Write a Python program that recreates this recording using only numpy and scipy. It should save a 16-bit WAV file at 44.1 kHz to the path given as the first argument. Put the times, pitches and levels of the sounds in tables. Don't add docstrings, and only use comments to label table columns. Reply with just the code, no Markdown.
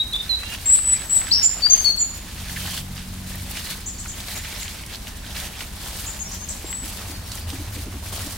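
import sys
import numpy as np
from scipy import signal
from scipy.fft import rfft, irfft, next_fast_len
from scipy.io import wavfile

SR = 44100
rng = np.random.default_rng(int(sys.argv[2]) if len(sys.argv) > 2 else 0)


def to_wav(sig):
    pcm = np.clip(np.atleast_2d(sig), -1, 1) * 32767
    pcm = np.round(pcm).astype(np.int16)
    wavfile.write(sys.argv[1], SR, pcm.T)


N = 369116
TIME = np.arange(N) / SR

# frequency in Hz, gain in dB.
STALK_COLOUR = [(150, 8.5), (300, -4.5), (700, 1), (1100, -1), (1800, -9), (4000, -26), (16000, -40)]
HUSK_COLOUR = [(400, -39), (1000, -12), (1600, 0.5), (2600, 0), (3200, 0), (4300, -2.5), (5600, -5),
               (9000, -5), (16000, -15)]
LEAF_COLOUR = [(800, -14), (2500, 1), (4200, 3), (6000, 1.5), (9000, 3.5), (12000, 2.5), (16000, 1)]
# start in seconds, length in seconds,
# husk crunch in dB, leaf fizz in dB, growth from start to end in dB.
STROKES = [(0.133, 0.16, -48, -55, 0), (0.428, 0.11, -42, -48, 8), (0.628, 0.15, -45.5, -43.5, 2),
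           (0.825, 0.21, -42.5, -49.5, 3.5), (1.121, 0.058, -45.5, -41, 2), (1.202, 0.16, -43, -46, -4),
           (1.383, 0.062, -41.5, -48, 0), (1.528, 0.084, -43, -49.5, 6), (1.726, 0.052, -41, -45, 6.5),
           (1.808, 0.089, -43.5, -41.5, 0.5), (2.132, 0.035, -50, -48.5, 9), (2.29, 0.17, -47, -52, 5),
           (2.51, 0.27, -42, -40.5, 4), (2.972, 0.036, -47, -56, -1), (3.098, 0.034, -68, -54, 3),
           (3.278, 0.26, -48, -48, -1.5), (3.519, 0.083, -41, -42.5, 3.5), (3.648, 0.079, -40, -40.5, -1),
           (3.77, 0.035, -51, -47, 2), (4.042, 0.043, -47, -55, -2), (4.165, 0.076, -44.5, -46.5, 2),
           (4.284, 0.1, -41.5, -40, 0), (4.448, 0.21, -41.5, -46, 0), (4.695, 0.1, -45, -48, -3),
           (4.91, 0.032, -43.5, -50, -1), (5.045, 0.037, -49.5, -54, 16), (5.272, 0.041, -42.5, -52, 5),
           (5.356, 0.11, -38, -41.5, 0), (5.583, 0.045, -41, -45, 3), (5.811, 0.066, -45, -42, 5.5),
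           (5.927, 0.072, -46, -41, 5.5), (6.03, 0.13, -46.5, -44.5, 0), (6.307, 0.047, -46.5, -49, 3),
           (6.493, 0.23, -50, -50.5, 2), (6.846, 0.28, -48, -43.5, -1), (7.294, 0.093, -48, -46, 3.5),
           (7.473, 0.23, -50, -48.5, -10.5), (7.756, 0.053, -47, -46.5, -1), (8.039, 0.062, -53, -46.5, 0),
           (8.126, 0.29, -47.5, -42, -9)]
# time in seconds, level against the rustle in dB.
STALK_SHARE = [(0, -6), (1.8, -2), (2.7, -6.5), (4.6, -6), (6, -3), (7.3, -1.5), (8.37, 0)]
# start in seconds, relative peak in dB, centre in Hz,
# length in seconds.
SNAPS = [(0.133, -24, 9100, .012), (.4335, -23, 1880, .012), (0.549, -19, 2520, 0.012),
         (.5857, -26, 2600, .008), (.7897, -22, 1780, 0.0081), (0.938, -26.5, 1700, .012),
         (1.02, -25.5, 1800, 0.012), (1.216, -21, 1950, 0.011), (1.269, -19, 1940, 0.013),
         (1.666, -20, 1640, 0.015), (1.962, -24, 9000, 0.043), (2.496, -24.5, 1570, .01),
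         (2.663, -22, 2900, .01), (2.776, -23, 3000, .014), (2.979, -24, 2200, 0.0071),
         (2.993, -29, 3000, .008), (3.356, -19, 11000, 0.011), (3.398, -27, 3490, .008),
         (3.511, -19, 11000, 0.013), (3.57, -21, 2400, 0.017), (3.731, -26, 3500, .008),
         (4.058, -25, 1600, 0.015), (4.204, -21, 3700, .008), (4.284, -21, 3840, .008),
         (4.63, -23, 3500, .011), (4.6805, -20, 3300, 0.0077), (4.836, -27.5, 2410, .008),
         (4.863, -21, 8050, 0.01), (4.956, -22.5, 4370, 0.0068), (5.07, -26.5, 2600, 0.018),
         (5.365, -21, 3230, .012), (5.607, -21.5, 2300, 0.012), (6.643, -25, 420, 0.013),
         (6.728, -22, 2150, .009), (7.318, -19, 5070, .022), (7.354, -20, 9000, 0.013),
         (7.502, -21, 3500, 0.009), (8.128, -28, 5900, .04)]
# start in seconds, length in seconds, pitch in Hz,
# ring against the rustle in dB.
STIFF_LEAVES = [(2.48, .3, 1610, -10), (2.573, 0.27, 3100, -2), (2.64, .16, 4400, -6),
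                (3.62, 0.14, 4150, -1), (4.206, 0.49, 4030, -8), (4.25, 0.67, 2200, -9),
                (4.94, .03, 4360, 1), (5.798, 0.16, 3400, -6), (8.12, .2, 2950, -8)]
# start in seconds,
# length in seconds, goal pitch in Hz, starting offset in Hz, relative peak in dB, attack in seconds,
# tremble as a share of the pitch, left over right in dB, lead of the left channel in radians.
WHISTLES = [(0, 0.024, 3896, -120, -12.5, 0.00084, 0.008, 1, -0.5),
            (0.124, 0.042, 3657, 118, -18.5, 0.017, 0.041, 0, 1),
            (.188, 0.029, 3700, 5, -22, .012, 0.016, 1, 1),
            (.292, 0.068, 3914, 338, -14.5, 0.011, 0.0093, -7, 1.5),
            (.39, 0.165, 2900, -330, -34, 0.15, 0.0086, -10, 2),
            (0.656, 0.097, 8000, -600, -6.5, 0.078, 0.0063, 2.5, 1.2),
            (0.766, 0.046, 8220, -100, -18, .003, 0.03, 10, 2.5),
            (0.829, 0.12, 7906, 40.5, -12, 0.11, 0.0065, 3, 0.4),
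            (1.094, 0.084, 7910, -250, -9.5, 0.073, 0.0073, 6, 1),
            (1.31, 0.033, 6250, -2500, -7.5, 0.014, 0.017, 4, 2),
            (1.345, 0.072, 5500, -300, -13, 0.0036, 0.026, 5, 2),
            (1.426, 0.054, 7220, -320, -9, 0.02, 0.011, -5, -1.5),
            (1.62, 0.053, 4693, -120, -10.5, 0.046, 0.014, 9.5, 1.1),
            (1.697, 0.057, 6330, -16, -5.5, 0.02, 0.0085, 6.5, -2.5),
            (1.844, 0.069, 4380, 113, -10.5, 0.017, 0.004, 9, 0.2),
            (1.984, 0.054, 6660, 743, -11.5, 0.051, .009, -2, -1.5),
            (3.939, .08, 4400, 250, -44, .03, .012, 2, 1),
            (6.189, 0.044, 6550, 250, -27, 0.033, .03, 10, 4),
            (6.243, 0.041, 5980, -580, -30.5, 0.061, .012, 2, -3),
            (6.388, 0.064, 6770, -450, -33, 0.064, 0.015, 11, -3),
            (6.651, 0.19, 7910, -520, -26, 0.096, 0.01, 5, 1),
            (7.1, 0.076, 4430, 200, -38, 0.036, 0.011, 2, 4),
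            (7.244, 0.053, 5200, 480, -44, 0.011, .025, 0, 0),
            (7.285, 0.056, 4400, 40, -37, .028, .012, 0, 1.5),
            (7.405, .06, 4650, 302, -44, .008, .025, 7, -1)]
# start in seconds, relative level in dB, length in seconds,
# centre pitch in Hz, sweep in Hz.
CHIPS = [(3.858, -22, 0.021, 7160, 2700), (3.979, -27.5, 0.026, 7250, 3986),
         (4.078, -26.5, .02, 7100, 2700), (4.351, -29, .022, 7110, 2800), (4.604, -26.5, 0.016, 7140, 2400),
         (6.06, -24, 0.025, 7130, 2300), (6.198, -25.5, 0.014, 7370, 3900),
         (6.312, -24.5, 0.014, 6460, 5000), (6.486, -18.5, 0.011, 7280, 4600)]
# share of its length, pitch from the centre as a share of the
# sweep, gain in dB.
CHIP_SHAPE = [(0, -0.56, -8), (.25, -0.145, 0), (.45, 0.0071, 0.5), (.75, .1, 0), (1, 0.47, -7)]
# time in seconds, peak in dB.
BUMPS = [(6.82, -33), (7.093, -31.5), (7.525, -28.5), (7.593, -29), (7.757, -30), (7.862, -31),
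         (7.929, -33), (8.245, -31)]
# frequency in Hz, seconds to fall 60 dB at a
FIELD_DECAY = [(300, 0.51), (2500, 0.36), (4500, 0.65), (7000, 0.6), (12000, 0.36)]
# frequency in Hz, gain in dB.
AIR_COLOUR = [(180, 0.5), (300, 1.5), (476, -3.5), (863, 0), (1260, -3.5), (4420, -6.5), (9600, -10.5),
              (15500, -17)]
# frequency in Hz, gain in dB.
RUMBLE_COLOUR = [(15, -24), (28, -5.5), (50, -1), (80, -5), (115, -15), (150, -15.5), (200, -13.5),
                 (300, -22), (480, -34), (1000, -67)]
# time in seconds, level in dB.
DRONE_LEVEL = [(5, -51), (6.6, -45), (7.5, -32), (8.37, -39.5)]
# time in seconds, firing rate in Hz, overall gain in dB.
ENGINE_RUN = [(2.001, 44.82, -63), (2.55, 45.5, -39), (3.4, 46.7, -40), (3.75, 47.11, -49.5),
              (6, 47.33, -52)]
# multiple of the firing rate, relative level in dB.
ENGINE_ORDERS = [(2, 2.5), (3, -1.5), (4, 1.5), (5, -9)]


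def plants():
    husk_db, leaf_db = stroke_levels()
    stalk_db = (husk_db + leaf_db) / 2 + np.interp(TIME, *np.transpose(STALK_SHARE))
    stalk = crackle(per_s=1500, spread_db=3, span_hz=(303, 2470), cycles=.7, width_db=3, patches=14)
    husk = crackle(per_s=1800, spread_db=2.5, span_hz=(1253, 6150), cycles=2.8, width_db=1.5, patches=16)
    leaf = crackle(per_s=3500, spread_db=3, span_hz=(3660, 15200), cycles=.72, width_db=13.5, patches=24)
    stalk = rubbed(stalk, STALK_COLOUR, stalk_db, (350, 1200), slide_db=-3, wet_db=-11, flutter_db=1.5)
    husk = rubbed(husk, HUSK_COLOUR, husk_db, (1400, 3300), slide_db=2.5, wet_db=-9, flutter_db=1.5)
    leaf = rubbed(leaf, LEAF_COLOUR, leaf_db, (9500, 15500), slide_db=1, wet_db=-6.5, flutter_db=2)
    return (stalk + husk) * gain_of([[-.9], [.9]]) + leaf


def stroke_levels(stir_db=-51.5, settle_s=.028):
    power = np.full((2, N), gain_of(stir_db) ** 2)
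    for start, length, husk_db, leaf_db, growth_db in STROKES:
        catch_s = .024 * 2 ** (growth_db / 3)
        t = TIME - start
        catch = np.exp(np.minimum(t, 0) / catch_s)
        hold = gain_of(growth_db * (np.clip(t / length, 0, 1) - .5))
        settle = np.exp(-np.maximum(t - length, 0) / settle_s)
        power += (gain_of([[husk_db], [leaf_db]]) * catch * hold * settle) ** 2
    hand_drag_db = .29 * drift(hz=14)
    return 10 * np.log10(power) + hand_drag_db


def crackle(per_s, spread_db, span_hz, cycles, width_db, patches):
    out, t = np.zeros((2, N)), TIME[:256]
    knots = np.arange(0, TIME[-1] + .1, .025)
    for hz in np.geomspace(*span_hz, patches):
        busy = np.exp(.92 * rng.standard_normal(len(knots)))
        at = rng.integers(0, N, int(per_s * TIME[-1] / patches))
        size = gain_of(spread_db * np.minimum(rng.exponential(1, len(at)), 4))
        size *= rng.choice([-1, 1], len(at))
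        clicks = np.bincount(at, size * np.sqrt(np.interp(at / SR, knots, busy)), N)
        ring = np.exp(-t * hz / cycles) * np.cos(2 * np.pi * hz * t)
        patch = np.sqrt(hz) * evened(np.convolve(clicks, ring)[:N])
        pan_db, lag = width_db * rng.uniform(-.82, 1), rng.integers(-1, 2)
        out += [gain_of(pan_db) * patch, gain_of(-pan_db) * np.roll(patch, lag)]
    return evened(out)


def rubbed(grains, colour, level_db, band_hz, slide_db, wet_db, flutter_db):
    rustle = coloured(grains + gain_of(slide_db) * noise_pair(side_db=-6), colour)
    rustle *= gain_of(flutter_db * drift(hz=42))
    rustle += gain_of(wet_db) * scatter(rustle, stretch=.17)
    bandpass = signal.butter(4, band_hz, "bandpass", fs=SR, output="sos")
    return rustle / signal.sosfilt(bandpass, rustle.mean(0)).std() * gain_of(level_db)


def snaps():
    out, t = np.zeros((2, N)), TIME[:4096]
    hz = np.fft.rfftfreq(len(t), 1 / SR)
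    for start, db, centre_hz, length in SNAPS:
        splinters = noise_pair(side_db=-8.5, size=len(t)) * np.exp(-3 * t / length)
        splinters[:, 0] += 4.5
        resonance = 1j * hz * centre_hz / (centre_hz ** 2 - hz ** 2 + 1j * hz * centre_hz * .97)
        crack = irfft(rfft(splinters) * resonance * (resonance + .15))
        add(out, start, gain_of(db + .5) * crack / abs(crack).max())
    return out + gain_of(-22) * scatter(out, stretch=.3)


def with_stiff_leaves(rustle, fade_s=.02):
    out = rustle.copy()
    for start, length, hz, db in STIFF_LEAVES:
        bent = np.clip(np.minimum(TIME - start, start + length - TIME) / fade_s + .5, 0, 1)
        out += gain_of(db) * signal.lfilter(*signal.iirpeak(hz, Q=8, fs=SR), rustle * bent)
    return out


def whistles():
    out = np.zeros((2, N))
    for start, length, goal_hz, offset_hz, peak_db, attack, waver, pan_db, lead in WHISTLES:
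        contour = whistle_contour(length, goal_hz, offset_hz, peak_db, attack)
        note = bird_note(contour, waver, waver_hz=108.8, throb_db=1.7)
        placing = gain_of([[pan_db / 2], [-pan_db / 2]]) * np.exp([[1j * lead], [0]])
        add(out, start, (placing * note).real)
        add_echoes(out, start, note, delay_s=(.008, .041), count=3, db=-13.5)
    return gain_of(-2) * out + gain_of(-10.5) * scatter(out, stretch=.85)


def whistle_contour(length, goal_hz, offset_hz, peak_db, attack, soft_start_db=-12, sag_db_per_s=77):
    t = np.linspace(0, length, 24)
    glide_s = .0172 + .54 * attack
    hz = goal_hz + offset_hz * np.exp(-t / glide_s)
    swell_db = soft_start_db * np.maximum(1 - t / attack, 0) ** 2
    db = peak_db + swell_db - sag_db_per_s * np.maximum(t - attack, 0)
    contour = list(zip(t, hz, db))
    if goal_hz > 7500:
        contour.append((length + .003, hz[-1] - 960, db[-1] - 1))
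    return contour


def chips():
    out = np.zeros((2, N))
    for start, db, length, centre_hz, sweep_hz in CHIPS:
        contour = [(share * length, centre_hz + bend * sweep_hz, db + rise)
                   for share, bend, rise in CHIP_SHAPE]
        note = bird_note(contour, waver=.049, waver_hz=744, throb_db=1.5)
        add(out, start, gain_of([[1.2], [-1.2]]) * note.real)
        add_echoes(out, start, note, delay_s=(.0036, .016), count=2, db=-12.5)
    return gain_of(-6.5) * out + gain_of(-3) * scatter(out, stretch=.55)


def bird_note(contour, waver, waver_hz, throb_db, edge_s=.003):
    times, hz, db = np.transpose(contour)
    t = np.arange(times[0], max(times[-1], times[0] + .005), 1 / SR)
    knots = np.arange(t[0], t[-1] + 1 / waver_hz, .5 / waver_hz)
    tremble, throb = (np.interp(t, knots, rng.standard_normal(len(knots))) for _ in range(2))
    turns = np.cumsum(np.interp(t, times, hz) * (1 + waver * tremble)) / SR
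    fade = np.sin(np.pi / 2 * np.clip(np.minimum(t - t[0], t[-1] - t) / edge_s, 0, 1))
    return fade * gain_of(np.interp(t, times, db) + throb_db * throb) * np.exp(2j * np.pi * turns)


def bumps(body_hz=275):
    out, t = np.zeros((2, N)), TIME[:6000]
    body = signal.iirpeak(body_hz, Q=2.6, fs=SR)
    for at, db in BUMPS:
        push = noise_pair(side_db=-22, size=len(t)) * t * np.exp(-t / .014)
        bump = signal.lfilter(*body, signal.lfilter(*body, push))
        add(out, at - .004, gain_of(db) * bump / abs(bump).max())
    return out


def add_echoes(mix, start, note, delay_s, count, db):
    for delay in rng.uniform(*delay_s, count):
        phase = np.exp(2j * np.pi * rng.random((2, 1)))
        add(mix, start + delay, gain_of(db) * (phase * note).real)


def scatter(sound, stretch, taps_per_s=2500):
    taps = rng.standard_normal((2, SR)) * (rng.random((2, SR)) < taps_per_s / SR) * (TIME[:SR] > .004)
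    hz, t, bands = signal.stft(taps, SR, nperseg=256)
    t60 = stretch * at_frequency(FIELD_DECAY, hz)[:, None]
    tail = signal.istft(bands * gain_of(-60 * t / t60), SR, nperseg=256)[1]
    return signal.fftconvolve(sound, tail / np.linalg.norm(tail[0]), axes=1)[:, :N]


def field_air():
    return gain_of(-43.5) * evened(coloured(noise_pair(side_db=-1.8), AIR_COLOUR))


def far_traffic():
    return gain_of(-37.5) * evened(coloured(noise_pair(side_db=-43), RUMBLE_COLOUR))


def drone(pitch_hz=87, width_hz=20):
    wander = drift(width_hz) + 1j * drift(width_hz)
    hum = (wander * np.exp(2j * np.pi * pitch_hz * TIME)).real
    return hum * gain_of(np.interp(TIME, *np.transpose(DRONE_LEVEL)))


def far_engine():
    times, firing_hz, db = np.transpose(ENGINE_RUN)
    turns = np.cumsum(np.interp(TIME, times, firing_hz) * (1 + .0041 * drift(hz=6.3))) / SR
    hum = np.zeros(N)
    for order, order_db in ENGINE_ORDERS:
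        strength = gain_of(order_db + 2 * drift(hz=5.4))
        hum += strength * np.sin(2 * np.pi * (order * turns + rng.random()))
    return gain_of(np.interp(TIME, times, db)) * hum


def gain_of(db):
    return 10 ** (np.asarray(db) / 20)


def evened(sound):
    return sound / np.sqrt(np.mean(sound ** 2) + 1e-20)


def at_frequency(table, hz):
    table_hz, value = np.transpose(table)
    return np.interp(np.log(hz + 1), np.log(table_hz + 1), value)


def add(mix, start, sound):
    part = mix[:, max(round(start * SR), 0):][:, :sound.shape[1]]
    part += sound[:, :part.shape[1]]


def coloured(sound, colour):
    size = next_fast_len(N, True)
    gain = gain_of(at_frequency(colour, np.fft.rfftfreq(size, 1 / SR)))
    return irfft(rfft(sound, size) * gain, size)[..., :N]


def drift(hz, size=4096):
    rates = np.fft.rfftfreq(size, TIME[-1] / size)
    slow = irfft(rfft(rng.standard_normal(size)) / (1 + (rates / hz) ** 4))
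    return evened(np.interp(TIME, np.linspace(0, TIME[-1], size), slow))


def noise_pair(side_db, size=N):
    mid, side = rng.standard_normal((2, size))
    return evened(mid + gain_of(side_db) * np.array([side, -side]))


def scene():
    people = with_stiff_leaves(plants() + snaps()) + bumps()
    birds = whistles() + chips()
    return people + birds + field_air() + far_traffic() + drone() + far_engine()


def record(dry):
    band_limit = signal.firwin(511, cutoff=15950, window=("kaiser", 9), fs=SR)
    return signal.oaconvolve(dry, band_limit[None], "same")


dry = scene()
out = record(dry)
to_wav(out)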